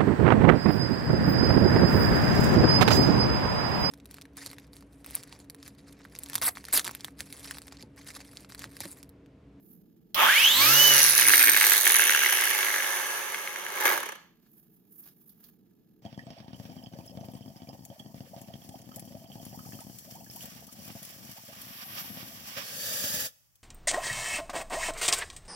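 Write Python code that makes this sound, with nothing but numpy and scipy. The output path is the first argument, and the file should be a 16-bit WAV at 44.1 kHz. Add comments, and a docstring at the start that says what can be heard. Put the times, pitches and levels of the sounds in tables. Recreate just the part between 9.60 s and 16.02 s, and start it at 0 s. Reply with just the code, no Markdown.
"""A workshop rumbles low and a hand brushes the casing of a cordless angle grinder held close to the
microphone pair, over a bench and a little to the right. The switch snaps, and filtered noise for the grinding
gears and shaft-locked sines for the whine climb for under a second. Then the disc coasts: chattering noise bursts
make the slack teeth rattle about a hundred times a second, and the heavy disc clacks on its flange once a turn.
The rattle fades, flares in a last shudder and ends in single knocks; hands then shift on the plastic."""
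import sys
import numpy as np
from scipy import signal
from scipy.fft import rfft, irfft, next_fast_len
from scipy.io import wavfile
from scipy.ndimage import uniform_filter1d

SR = 44100
rng = np.random.default_rng(int(sys.argv[2]) if len(sys.argv) > 2 else 0)


def generate_wav(signal):
    """Clip the signal to [-1, 1] and save it as 16-bit WAV at the path in sys.argv[1]."""
    frames = np.transpose(np.atleast_2d(signal))
    scaled = np.clip(frames, -1, 1) * 32767
    pcm = np.round(scaled).astype(np.int16)
    wavfile.write(sys.argv[1], SR, pcm)


N = 283122
T = np.arange(N) / SR
SIZE = next_fast_len(N + SR)
FREQS = np.maximum(np.fft.rfftfreq(SIZE, 1 / SR), 1)
LEFT_RIGHT = np.array([[1], [-1]])

GEAR_RATIO = 3.4  # motor turns per disc turn
POLE_PAIRS = 3
RATTLE_PER_S, RATTLE_END_S = 105, 4.374
# disc speed at which part levels are given, and floor of the slowing (turns per s)
USUAL_SPEED, CRAWL_SPEED = 114.2, 26

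# disc speed under drive: (t/s, speed/turns per s)
SPIN_UP = [(.55, 0), (.6, 12), (.7, 39.5), (.8, 62.5), (.9, 84), (1.1, 129), (1.15, 139), (1.2, 145),
           (1.25, 148)]
# radiating parts of the tool, from low to high [names]
PART_NAMES = ["body", "guard", "disc", "gear case", "crown wheel", "pinion"]
# hardest blows of tooth on tooth: (t/s, relative treble peak/dB)
BLOWS = [(1.2602, -14.5), (1.2765, -11), (1.386, -13), (1.4195, -16.5), (1.4282, -11), (1.4616, -15),
         (1.4806, -17.5), (1.488, -18), (1.541, -17.5), (1.5491, -14.5), (1.5604, -16), (1.569, -16),
         (1.577, -9), (1.5953, -13.5), (1.609, -15), (1.6454, -15), (1.665, -14), (1.674, -10.5),
         (1.682, -9), (1.693, -12), (1.7138, -13.5), (1.7216, -15), (1.755, -12.5), (1.7677, -13.5),
         (1.7777, -12.5), (1.7919, -11), (1.8254, -12.5), (1.8605, -14.5), (1.87, -12), (1.879, -14),
         (1.888, -18), (1.8939, -8.5), (1.9164, -13.5), (1.931, -15), (1.9707, -14), (1.9848, -21.5),
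         (1.9971, -16), (2.027, -15), (2.047, -13), (2.0654, -11), (2.085, -19.5), (2.095, -16.5),
         (2.105, -16.5), (2.1183, -14.5), (2.1249, -20), (2.158, -20.5), (2.1658, -17), (2.2086, -17.5),
         (2.239, -22), (2.2735, -12.5), (2.2927, -16), (2.3062, -15), (2.318, -14), (2.3296, -20.5),
         (2.341, -12.5), (2.355, -14), (2.363, -11.5), (2.3845, -15.5), (2.4006, -17), (2.4116, -18),
         (2.437, -18.5), (2.45, -21), (2.5028, -19), (2.7245, -17), (2.9015, -20.5), (4.2525, -18.5),
         (4.268, -19.5), (4.2974, -26), (4.3113, -27)]
# resonances of disc, guard and gear case: (f/Hz, width/Hz, lift/dB before its share of use)
RINGS = [(365, 50, 4), (430, 40, 3), (835, 50, 7), (1180, 70, 3), (1660, 170, 6.5), (2175, 70, 8),
         (2290, 50, 3), (2670, 70, 4), (2960, 120, 3), (4450, 150, 3), (6030, 450, 7), (8880, 300, 7),
         (10300, 900, 5), (12850, 700, 6)]
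# hard clacks of the disc on its flange: (t/s, relative peak/dB)
CLACKS = [(1.4093, -23), (1.4388, -34), (1.588, -19), (1.5956, -17), (1.6205, -16.5), (1.6356, -21),
          (1.6519, -17.5), (1.6852, -19), (1.6928, -16), (1.702, -16), (1.7343, -15), (1.7423, -15.5),
          (1.8022, -19.5), (1.8114, -16.5), (1.8189, -16.5), (1.8368, -15.5), (1.8456, -21.5), (1.872, -18),
          (1.8812, -17), (1.8893, -15.5), (1.9447, -16.5), (1.9635, -15), (1.9729, -20), (2.0105, -16.5),
          (2.0195, -18.5), (2.031, -21), (2.04, -17.5), (2.0585, -21.5), (2.1183, -16.5), (2.1387, -19.5),
          (2.1587, -21), (2.181, -27), (2.2547, -19), (2.2666, -14.5), (2.3, -15), (2.3466, -14),
          (2.3588, -20), (2.394, -14.5), (2.4193, -16.5), (2.4311, -20), (2.4684, -23.5), (2.4939, -15.5),
          (2.5206, -19.5), (2.5473, -15.5), (2.575, -19.5), (2.618, -20), (2.633, -19), (2.645, -20),
          (2.66, -16.5), (2.707, -38), (2.7539, -27.5), (2.8025, -21), (2.8196, -23), (2.8545, -26),
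          (2.891, -28), (2.9285, -27), (2.967, -40), (2.9873, -21.5), (3.0284, -21), (3.243, -26.5),
          (3.7439, -28), (3.8738, -28.5), (3.9587, -29), (4.0644, -29), (4.1735, -30), (4.2236, -25),
          (4.2529, -22), (4.2584, -31), (4.2691, -27), (4.2778, -18), (4.2874, -21), (4.3005, -22.5),
          (4.322, -27), (4.339, -30), (4.3605, -33)]


def from_db(db):
    """Decibels to gain."""
    return 10 ** (np.asarray(db) / 20)


def rms_one(x):
    """Scale to unit power."""
    return x / np.sqrt(np.mean(x ** 2) + 1e-20)


def in_time(rows):
    """Each column of a curve at every sample."""
    s, *columns = np.transpose(rows)
    return [np.interp(T, s, column) for column in columns]


def gains(rows, fade=0.0091):
    """Gains from dB columns, silent outside their span; fade in s."""
    start, end = rows[0][0], rows[-1][0]
    gate = np.interp(T, [start - fade, start, end, end + fade], [0, 1, 1, 0])
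    return [gate * from_db(db) for db in in_time(rows)]


def envelope(start, end, attack_s, release_s):
    """Gain that rises, holds and falls, at 20 dB per attack or release time."""
    before = np.maximum(start - T, 0) / attack_s
    after = np.maximum(T - end, 0) / release_s
    return from_db(np.maximum(-20 * (before + after), -200))


def at_hz(points, hz=FREQS):
    """Read a spectrum on a log-frequency axis."""
    points = np.array(points)
    return np.interp(np.log(hz), np.log(points[:, 0]), points[:, 1])


def lift_db(rings, hz):
    """How much a set of resonances lifts each frequency."""
    return sum(db / (1 + (2 * (hz - centre) / width) ** 2) for centre, width, db in rings)


def unit_power_db(db):
    """Shift a dB spectrum so that white noise keeps its power."""
    return db - 10 * np.log10(np.mean(from_db(db) ** 2))


def colour(x, db):
    """Causal (minimum-phase) filter with the given response."""
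    cepstrum = irfft(np.log(from_db(np.maximum(db, db.max() - 100))), SIZE)
    # folding the cepstrum onto positive time makes the phase minimal
    cepstrum[1:SIZE // 2] *= 2
    cepstrum[SIZE // 2 + 1:] = 0
    return irfft(rfft(x, SIZE) * np.exp(rfft(cepstrum)), SIZE)[..., :N]


def drift(rate):
    """Unit-power random wander, drawn at `rate` points per s and joined by straight lines."""
    return rms_one(np.interp(T * rate, np.arange(N // 8), rng.standard_normal(N // 8)))


def stereo_noise():
    """White noise, partly alike at the two microphones, the treble arriving first on the right."""
    # (f/Hz, left-right likeness)
    likeness = [(60, .8), (160, .9), (300, .8), (640, .4), (1400, .7), (3100, .5), (6800, .45), (15000, .4)]
    # phase by which left leads right: (f/Hz, phase/radians)
    lead_points = [(0, 0.5), (950, 0.44), (2150, 0.85), (4820, 2), (5770, -4.5), (6290, -3.5), (10200, -24),
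                   (16000, -33)]
    mid, side = rfft(rng.standard_normal((2, SIZE)))
    alike = np.clip(at_hz(likeness), 0, .98)
    lead = np.interp(FREQS, *np.transpose(lead_points))
    pair = np.sqrt(1 + alike) * mid + np.sqrt(1 - alike) * side * LEFT_RIGHT
    return irfft(pair * np.exp(.5j * lead * LEFT_RIGHT), SIZE)[:, :N] / np.sqrt(2)


def workshop(x, wet_db, t60=0.22, early_s=0.0045):
    """Close echoes from bench and boxes, then a short tail, as noise decaying at two rates."""
    t = T[:SR // 2]
    fading = (from_db(-60 * t / t60) + 2 * np.exp(-t / early_s)) * (t > .002)
    echoes = rms_one(rng.standard_normal((2, len(t))) * fading) / np.sqrt(len(t))
    wet = signal.fftconvolve(x * np.ones((2, 1)), echoes, axes=1)[:, :N]
    return (x + from_db(wet_db) * wet) / np.sqrt(1 + from_db(2 * wet_db))


def contacts(times, sizes, length_s):
    """Power of brief chattering contacts: each swells and dies, with area size squared."""
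    power, age = np.zeros(N), np.arange(SR // 50) / SR / length_s
    np.add.at(power, np.clip((times * SR).astype(int), 0, N - 1), sizes ** 2)
    swell = age ** 4 * np.exp(-4 * age)
    return np.maximum(signal.oaconvolve(power, SR * swell / swell.sum())[:N], 0)


def room_rumble():
    """Low workshop rumble: coloured noise with a slowly moving level, stronger on the right."""
    # (f/Hz, relative level/dB)
    spectrum = [(15, -48.5), (25, -25), (54, -19), (87, -22), (168, -4), (233, -6), (259, -11.5),
                (279, -11.5), (340, -10), (377, -20), (425, -13), (517, -28.5), (900, -37.5), (1170, -64),
                (1980, -120)]
    # (t/s, level/dB before the left-right tilt)
    level_rows = [(0, -57), (1.7, -67.5), (2.3, -67), (3.9, -67), (4.3, -65), (6.42, -62)]
    level = from_db(in_time(level_rows)[0])
    return level * rms_one(colour(stereo_noise(), at_hz(spectrum))) * from_db([[-1], [1]])


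def hands():
    """Skin sticks and slips on the plastic, each rub swelling and dying; the guard rings faintly."""
    # (t/s, rise and fall/s, relative hiss/dB, relative scuff/dB)
    rubs = [(.108, 0.053, -54.5, -77), (4.865, 0.025, -79, -70), (4.93, 0.049, -59.5, -79),
            (4.995, 0.038, -57, -76), (5.144, 0.05, -62, -82.5), (5.325, 0.012, -50.5, -72.5),
            (5.4, 0.046, -48, -74), (5.478, 0.037, -54.5, -64.5), (5.62, .09, -61, -81),
            (5.692, 0.021, -52, -76.5), (5.85, 0.051, -56, -68.5)]
    # colours of the two rubbing sounds: (f/Hz, relative level/dB)
    hiss_colour = [(4120, -37.5), (7000, -17), (8560, -21.5), (11700, 2), (13700, 5), (15200, 4),
                   (16000, -14.5)]
    scuff_colour = [(350, -13.5), (600, 0.5), (936, 1.5), (1010, -2.5), (1230, 2), (1680, -4.5), (3330, -2),
                    (4910, -4), (8000, -9), (10400, -62), (17600, -120)]
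    slip_db, slips_per_s = 2.5, 170
    hiss, scuff = from_db(-76), from_db(-81.5)  # fingers at rest
    for s, length_s, hiss_db, scuff_db in rubs:
        rub = np.exp(-np.abs(T - s) / length_s)
        hiss = np.hypot(hiss, rub * from_db(hiss_db))
        scuff = np.hypot(scuff, rub * from_db(scuff_db))
    slips = stereo_noise() * from_db(slip_db * drift(slips_per_s))
    guard_db = lift_db([(1690, 110, 10)], FREQS)  # Hz, width Hz, lift dB
    hissing = hiss * rms_one(colour(slips, at_hz(hiss_colour)))
    scuffing = scuff * rms_one(colour(slips, at_hz(scuff_colour) + guard_db))
    return hissing + scuffing


def taps(level_db=-36, length_s=0.0018, usual_dull_db=-15, split_hz=4000):
    """The switch snaps on; later the casing ticks under the fingers, some ticks duller than others."""
    # (t/s, relative peak/dB, relative level of the dull part/dB)
    tap_rows = [(0.544, -8.5, -10.5), (4.859, -58, -15.5), (5.435, -39.5, -30), (5.483, -40, -30.5),
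                (5.692, -42, -28), (5.839, -33.5, -29)]
    # (f/Hz, relative level/dB)
    tap_colour = [(180, -45), (300, -20), (1530, -21.5), (2000, -16), (3400, -3), (3830, -2.5), (6100, -6),
                  (7570, -21.5), (12500, -1), (16000, -2.5)]
    times, peak_db, dull_db = np.transpose(tap_rows)
    bright_db = peak_db + level_db
    low_db = bright_db + dull_db - usual_dull_db
    dull = stereo_noise() * np.sqrt(contacts(times, from_db(low_db), length_s))
    bright = stereo_noise() * np.sqrt(contacts(times, from_db(bright_db), length_s))
    low_pass = signal.butter(2, split_hz, "low", fs=SR, output="sos")
    high_pass = signal.butter(2, split_hz, "high", fs=SR, output="sos")
    snaps = signal.sosfilt(low_pass, dull) + signal.sosfilt(high_pass, bright)
    return workshop(colour(snaps, unit_power_db(at_hz(tap_colour))), wet_db=3.5)


def disc_speed():
    """Turns per second: driven up, then coasting to rest against air drag and bearing friction."""
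    drag_per_s, stop_s = .19, 4.57
    off_s, top = SPIN_UP[-1]
    remaining = np.expm1(drag_per_s * np.maximum(stop_s - T, 0))
    coasting = top * remaining / np.expm1(drag_per_s * (stop_s - off_s))
    return np.where(T < off_s, in_time(SPIN_UP)[0], coasting)


def part_levels():
    """Gain of each part: a jolt, grinding under drive, then rattle; levels follow the disc speed."""
    # one row per part: (starting jolt/dB, under drive/dB, its slope/dB per doubling of speed,
    #  rattling/dB, its slope/dB per doubling of speed, speed where that levels off/turns per s, ring-out t60/s)
    part_rows = [(-42.5, -48, 5.5, -45.5, 3, 56, 0.37), (-24, -39.5, 1, -31.5, 7, 50.3, 0.45),
                 (-27.5, -29.5, -2, -24, 9, 66.7, 0.44), (-41.5, -31.5, 3, -28.5, 10.5, 140, 0.41),
                 (-45, -34, 3.5, -24.5, 13, 120, 0.32), (-33.5, -30.5, 6.5, -27, 13, 101, 0.37)]
    # jolt of starting: (full from t/s, full until t/s, attack/s per 20 dB, release/s per 20 dB)
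    jolt_shape = (0.5936, .655, 0.049, 0.11)
    # rattle of the coasting disc: (full from t/s, full until t/s, attack/s per 20 dB)
    coast_shape = (1.38, 4.494, 0.19)
    # relative effort of the drive: (t/s, level/dB)
    effort_rows = [(.55, -15), (.6, -1), (.8, 2), (.95, -0.5), (1.02, 4.5), (1.27, 3.5), (1.45, -4.5),
                   (1.7, -32.5)]
    # the rattle swells and slackens, last in a shudder:
    # (t/s, half width/s, lift/dB, extra ring of the disc/dB, extra ring of the pinion/dB)
    surges = [(1.5, 0.15, -0.5, -1.5, 3.5), (1.82, 0.2, -2.5, 1, 5), (2.12, 0.058, 0, -1, 0),
              (2.22, 0.04, -2.5, -4, 3), (2.33, 0.19, 0, 0, 0), (2.62, 0.17, -1.16, 2, 0.5),
              (3.92, 0.27, -2, -0.5, 1.5), (4.261, 0.0086, 4.5, 3.5, -2.5), (4.288, 0.12, 13, -1.2, 8)]
    waver_db, waver_per_s = 1.0, 18  # random waver, shrinking below the usual speed
    speed = disc_speed()
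    doublings = np.log2(np.hypot(speed, CRAWL_SPEED) / USUAL_SPEED)
    surge_db, disc_db, pinion_db = sum(
        np.outer(dbs, np.exp(-((T - s) / width) ** 2)) for s, width, *dbs in surges)
    surge_db = surge_db + waver_db * drift(waver_per_s) * np.minimum(speed / USUAL_SPEED, 1)
    extra_db = {"disc": disc_db, "pinion": pinion_db}
    jolt_gain, effort = envelope(*jolt_shape), gains(effort_rows)[0]
    levels = []
    for name, row in zip(PART_NAMES, part_rows):
        jolt_db, drive_db, drive_slope, rattle_db, rattle_slope, top_speed, t60 = row
        coast = envelope(*coast_shape, t60 / 3)
        speed_db = rattle_slope * np.minimum(doublings, np.log2(top_speed / USUAL_SPEED))
        rattle = coast * from_db(rattle_db + speed_db + surge_db + extra_db.get(name, 0))
        drive = effort * from_db(drive_db + drive_slope * doublings)
        jolt = jolt_gain * from_db(jolt_db)
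        levels.append((T > SPIN_UP[0][0]) * np.sqrt(jolt ** 2 + drive ** 2 + rattle ** 2))
    return levels


def light_blows():
    """The teeth bounce across their play at a loosely steady rate between the hard blows."""
    scatter = .16  # share of the spacing
    marks = np.sort(np.r_[SPIN_UP[0][0], np.array(BLOWS)[:, 0], RATTLE_END_S])
    runs = []
    for a, b in zip(marks, marks[1:]):
        steps = max(round((b - a) * RATTLE_PER_S), 1)
        runs.append(np.linspace(a, b, steps + 1)[1:-1])
    times = np.concatenate(runs)
    return times + scatter * rng.standard_normal(len(times)) / RATTLE_PER_S


def last_knocks(count=7):
    """Times and sizes of the ever slower single knocks as the disc comes to rest, each bouncing once."""
    gap_s, slowing = .0265, 1.045
    knock_db = 5  # over the light blows
    bounce_s, bounce_db = .004, -3  # after and relative to the knock
    times = RATTLE_END_S + gap_s * (slowing ** np.arange(count) - 1) / (slowing - 1)
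    sizes = np.repeat(from_db([knock_db, knock_db + bounce_db]), count)
    return np.r_[times, times + bounce_s], sizes


def tooth_repeats(x, teeth_per_turn=39.3, share=0.27, full_speed=85, count=3):
    """A blow runs on over the next teeth: delayed copies colour the rattle at multiples of the meshing rate."""
    speed = disc_speed()
    lag_s = 1 / (teeth_per_turn * np.maximum(speed, CRAWL_SPEED))
    carry = share * np.minimum(speed / full_speed, 1)
    repeats = 0
    for k in range(1, count):
        delayed = np.array([np.interp(T - k * lag_s, T, side) for side in x])
        repeats = repeats + carry ** k * delayed
    return (x + repeats) * np.sqrt(1 - carry ** 2)


def gear_train(crest_db=6.5, spread_db=2.5, limit_db=2.0, blow_rings=1.4):
    """Steady grinding and tooth blows shake the parts; each light blow favours different ones."""
    # edges of the ranges in which the named parts radiate [f/Hz]
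    edges_hz = [150, 600, 1300, 3600, 8000, 11600, 17500]
    # how far tooth blows stand out in each part [level/dB]
    bite_db = (-2, -2, -4, -2, 6, 6)
    # play in the gears: (t/s, slack 0-1, single blows over the steady grinding/dB)
    play = [(.55, 0.04, -6), (1.0, 0.27, -24.5), (1.18, 0.55, -16), (1.35, 0.26, 0), (2.5, 0.64, 4.5),
            (3.6, 0.98, -6.5), (4.3, 0.65, 2.5), (4.41, 0.56, 0), (4.55, 0.43, 6), (4.62, .66, -19.5)]
    # colours of the gears under drive and when slack: (f/Hz, relative level/dB)
    driven_colour = [(150, -25), (200, -22.5), (280, -10.5), (420, -27.5), (560, -5.5), (720, -13.5),
                     (1140, -4.5), (2600, 4), (3200, 7), (4400, -1.5), (7300, -5.5), (9300, -23),
                     (11500, -6.5), (14000, -1), (15700, -11.5)]
    slack_colour = [(150, -19), (230, -21), (350, 0.5), (540, 1), (640, -10.5), (900, -5), (1250, -3.5),
                    (1700, 4.5), (2500, -1.5), (5200, -9), (6200, -3), (8100, -12.5), (9900, -4),
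                    (11300, -6.5), (13500, -1), (15700, -8.5)]
    own_db = (2.5, 2.5, 4.0, 2.0, 2.5, 2.0)  # each part's own spread of the light blows
    contact_s = (.0024, .0022, .002, .0017, .0017, .0017)
    slack, blows_db = in_time(play)
    slack = np.clip(slack, 0, 1)
    levels = part_levels()

    # hard blows are sized against the treble of the moment
    treble = np.hypot(*levels[-2:]) + 1e-6
    hard_s, peak_db = np.transpose(BLOWS)
    hard = np.minimum(from_db(peak_db - crest_db) / np.interp(hard_s, T, treble), 3)
    light_s = light_blows()
    knock_s, knocks = last_knocks()
    times = np.r_[light_s, hard_s, knock_s]
    chance = rng.standard_normal((len(light_s), len(edges_hz)))  # last column is common to all parts

    rings_db = lift_db(RINGS, FREQS)
    slack_db = at_hz(slack_colour)
    driven = colour(workshop(stereo_noise(), wet_db=2.5), at_hz(driven_colour))
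    grinding = colour(workshop(stereo_noise(), wet_db=-4.5), slack_db + rings_db)
    chatter, parts = stereo_noise(), []
    for k, edges in enumerate(zip(edges_hz, edges_hz[1:])):
        band = signal.butter(7, edges, "band", fs=SR, output="sos")
        steady = np.sqrt(1 - slack) * rms_one(signal.sosfilt(band, driven))
        steady = steady + np.sqrt(slack) * rms_one(signal.sosfilt(band, grinding))
        # the play of the teeth limits how hard a light blow can be
        light_db = np.minimum(spread_db * chance[:, -1] + own_db[k] * chance[:, k], limit_db)
        sizes = np.r_[from_db(light_db), hard, knocks]
        blows = contacts(times, sizes, contact_s[k]) / RATTLE_PER_S
        force = from_db(blows_db + bite_db[k]) * np.sqrt(blows)
        # struck parts ring more clearly than rubbed ones
        struck = colour(workshop(chatter * force, wet_db=-6.0), slack_db + blow_rings * rings_db)
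        struck = rms_one(signal.sosfilt(band, struck))
        part = steady + struck * np.sqrt(np.mean(force ** 2))
        # blows and grinding share the part's power
        power = uniform_filter1d(uniform_filter1d(part.mean(0) ** 2, size=2800), size=1800)
        parts.append(part / np.sqrt(np.maximum(power, 1e-9)) * levels[k])
    body, guard, disc, gear_case, crown_wheel, pinion = parts
    return body + guard + pinion + tooth_repeats(disc + gear_case + crown_wheel)


def whine(flutter=0.0015, tooth_error=0.3, carrier_hz=10060):
    """Tones of teeth and poles, locked to the motor shaft, flare at each resonance they sweep through."""
    # (multiple of motor speed, relative level/dB, full from t/s, full until t/s, attack/s per 20 dB,
    #  release/s per 20 dB, roughness 0-1, share of the tooth scatter)
    tone_rows = [(12, -31, .67, .97, .09, .27, .2, 1.0), (15, -37.5, .675, .81, .09, .25, .2, .8),
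                 (10, -43, .7, 1.0, .07, .3, .3, .8), (18, -42, .66, .8, .07, .3, .3, .8),
                 (24, -43, .82, .99, .2, .25, .7, 1.6), (6, -35, 1.08, 1.26, .22, .5, .2, 0),
                 (12, -43, 1.22, 1.42, .15, .3, .6, 0), (3, -33.5, 1.01, 1.13, .12, .06, .24, 0)]
    # (f/Hz, width/Hz, lift/dB)
    flares = [(1580, 230, 16.5), (2340, 330, 9.5), (2965, 120, 9), (3170, 560, 10.5), (4380, 400, 2),
              (5950, 600, 9), (8100, 500, 4)]
    # tone of the speed controller: (relative level/dB, full from t/s, full until t/s,
    #  attack/s per 20 dB, release/s per 20 dB)
    switching_tone = (-37.5, .74, .86, .3, .07)
    scatter_turns = .011  # unevenness of the meshing at 100 disc turns per s (motor turns)
    speed = disc_speed()
    turns = GEAR_RATIO * np.cumsum(speed * (1 + flutter * drift(160))) / SR
    scatter = scatter_turns * (speed / 100) ** 3 * drift(700)  # teeth meet less evenly at speed
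    off_centre = tooth_error * np.cos(2 * np.pi * turns)       # the pinion runs slightly off centre
    tones = 0
    for order, db, *shape, rough, slip in tone_rows:
        angle = 2 * np.pi * order * (turns + slip * scatter)
        tone = np.sin(angle) * (1 + rough * drift(160)) + np.cos(angle) * rough * drift(220)
        flare_db = lift_db(flares, order * GEAR_RATIO * speed)
        tones = tones + tone * (1 + slip * off_centre) * envelope(*shape) * from_db(db + flare_db)
    # the soft start chops the current: a thin sideband climbs with the commutation rate
    chopper_db, *chopper_shape = switching_tone
    chopper = np.sin(2 * np.pi * (carrier_hz * T + POLE_PAIRS * turns))
    chopper = from_db(chopper_db) * envelope(*chopper_shape) * chopper
    return workshop(np.sqrt(2) * (tones + chopper) * (speed > 0), wet_db=-9.0)


def growl():
    """While the motor gathers speed, its torque pulses once per commutation and shakes the gears."""
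    # (depth 0-1, full from t/s, full until t/s, attack/s per 20 dB, release/s per 20 dB)
    pulsing = (.4, .61, .7, .07, .35)
    depth = pulsing[0] * envelope(*pulsing[1:])
    angle = 2 * np.pi * POLE_PAIRS * GEAR_RATIO * np.cumsum(disc_speed()) / SR
    return (1 + depth * np.sin(angle)) / np.sqrt(1 + depth ** 2 / 2)


def disc_hum(rough=0.37, waver_db=2.5, attack_s=0.17, release_s=0.3):
    """The unbalanced disc pushes the air once a turn; spindle and bearing add unsteady overtones."""
    # (t/s, level/dB before its waver)
    wobble_rows = [(.84, -65), (.95, -52), (1.08, -43.5), (1.22, -47), (1.55, -50), (1.8, -57.5),
                   (2.05, -62), (2.38, -74), (2.48, -87)]
    # (multiple of the disc speed, level/dB before its roughness, full from t/s, full until t/s)
    hum_orders = [(2, -47, 1.1, 1.27), (2.5, -48, 1.0, 1.12), (2.5, -52, 1.65, 1.93),
                  (3, -47.5, 1.05, 1.25), (4, -45.5, 1.15, 1.45)]
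    angle = 2 * np.pi * np.cumsum(disc_speed()) / SR
    hum = gains(wobble_rows, fade=0.036)[0] * from_db(waver_db * drift(17)) * np.sin(angle)
    for order, db, start, end in hum_orders:
        level = from_db(db) * envelope(start, end, attack_s, release_s)
        hum = hum + level * np.sin(order * angle) * (1 + rough * drift(25))
    return np.sqrt(2) * hum


def turn_clacks():
    """Times and relative levels of lighter clacks, spaced about a turn apart between the hard ones."""
    start, end = 1.3, 3.25  # s
    over_disc_db, spread_db = 7.0, 1.5  # peak over the level of the disc, before the common lift
    turns = np.cumsum(disc_speed()) / SR
    mark_s = np.sort([start, end] + [s for s, _ in CLACKS if start < s < end])
    marks = np.interp(mark_s, T, turns)
    runs = []
    for a, b in zip(marks, marks[1:]):
        runs.append(np.linspace(a, b, max(round(b - a), 1) + 1)[1:-1])
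    times = np.interp(np.concatenate(runs), turns, T)
    disc_level = part_levels()[PART_NAMES.index("disc")]
    disc_db = 20 * np.log10(np.interp(times, T, disc_level))
    return times, disc_db + over_disc_db + spread_db * rng.standard_normal(len(times))


def disc_clacks(length_s=0.0016, clack_db=3.5):
    """The turning disc is thrown against its flange, now lightly, now hard, and rings briefly."""
    # (f/Hz, relative level/dB)
    clack_colour = [(170, -36), (350, -11.5), (560, -18), (900, -13.5), (1250, -7), (1550, 2), (2000, 3.5),
                    (2550, -2), (3300, -6.5), (5000, -15), (16000, -34.5)]
    times, peak_db = np.hstack([np.transpose(CLACKS), turn_clacks()])
    force = np.sqrt(contacts(times, from_db(peak_db + clack_db), length_s) * length_s)
    shape_db = unit_power_db(at_hz(clack_colour) + .5 * lift_db(RINGS, FREQS))
    return colour(workshop(stereo_noise() * force, wet_db=-10), shape_db)


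def swell_and_sink(x):
    """Narrow ranges of the grinder's sound swell and sink for a moment, each at its own time."""
    # (t/s, half width/s, f/Hz, width/Hz, lift/dB)
    swells = [(1.1, .2, 10300, 900, -4), (1.5, .1, 10350, 800, 3), (1.675, .035, 9800, 900, 6),
              (1.45, .2, 8880, 500, -5), (1.85, .13, 8800, 450, 5), (1.92, .18, 10600, 1500, -5),
              (1.85, .17, 12850, 700, 6), (2.09, .05, 12900, 700, 4), (2.35, .08, 10300, 900, 3),
              (2.38, .1, 12900, 700, 3), (2.8, .5, 8880, 400, -5), (2.75, .06, 10200, 900, 4),
              (2.9, .4, 12950, 500, 3), (1.85, .25, 2450, 400, 3), (2.8, .45, 2450, 200, -6),
              (2.6, .3, 2720, 250, 4), (4.3, .15, 6000, 600, -4), (4.3, .15, 2550, 350, -5),
              (4.3, .2, 3200, 900, -3), (4.3, .15, 1640, 250, 3), (4.3, .15, 2200, 150, 3),
              (4.3, .2, 820, 200, 3), (.62, .1, 660, 200, -4)]
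    for s, length_s, hz, width_hz, db in swells:
        band = signal.lfilter(*signal.iirpeak(hz, hz / width_hz, fs=SR), x)
        x = x + band * (from_db(db * np.exp(-((T - s) / length_s) ** 2)) - 1)
    return x


def after_ring():
    """The last knocks leave the steel guard ringing faintly, as decaying sines."""
    # (f/Hz, starting level/dB, t60/s)
    modes = [(2180, -59, .2), (3030, -70, .45), (4290, -73, .5), (4375, -69.5, .52), (4440, -73, .45)]
    out, first = np.zeros((2, N)), int(RATTLE_END_S * SR)
    for s in last_knocks()[0]:
        age = np.maximum(T[first:] - s, 0)
        for hz, db, t60 in modes:
            ring = np.sin(2 * np.pi * (hz * age + rng.random((2, 1))))
            out[:, first:] += (age > 0) * from_db(db - 60 * age / t60) * ring
    return out


def lean_right(x):
    """Place the grinder a little to the right by a level difference at each frequency."""
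    # (f/Hz, left minus right/dB)
    lean_points = [(60, -6.5), (99, -6), (160, -2.5), (270, -3), (450, -4), (740, -7), (1220, -2.5),
                   (2010, -1), (3330, -1.5), (5500, 0.5), (9080, -6.5), (15000, -4.5)]
    lean = from_db(at_hz(lean_points) / 2 * LEFT_RIGHT)
    return irfft(rfft(x, SIZE) * lean / lean.mean(0), SIZE)[:, :N]


def scene(hands_db=-0.5):
    """The grinder and the hands on it are a little to the right, over the low rumble of the room."""
    handling = from_db(hands_db) * hands() + taps()
    gears = swell_and_sink(gear_train() * growl() + disc_clacks())
    grinder = gears + whine() + disc_hum() + after_ring()
    return room_rumble() + lean_right(handling + grinder)


def record(dry):
    """Peaks are clipped at full scale, then the top is cut steeply."""
    cutoff_hz = 15850
    low_pass = signal.ellip(10, .1, 80, cutoff_hz, fs=SR, output="sos")
    return signal.sosfilt(low_pass, np.clip(dry, -1, 1))


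dry = scene()
out = record(dry)
generate_wav(out)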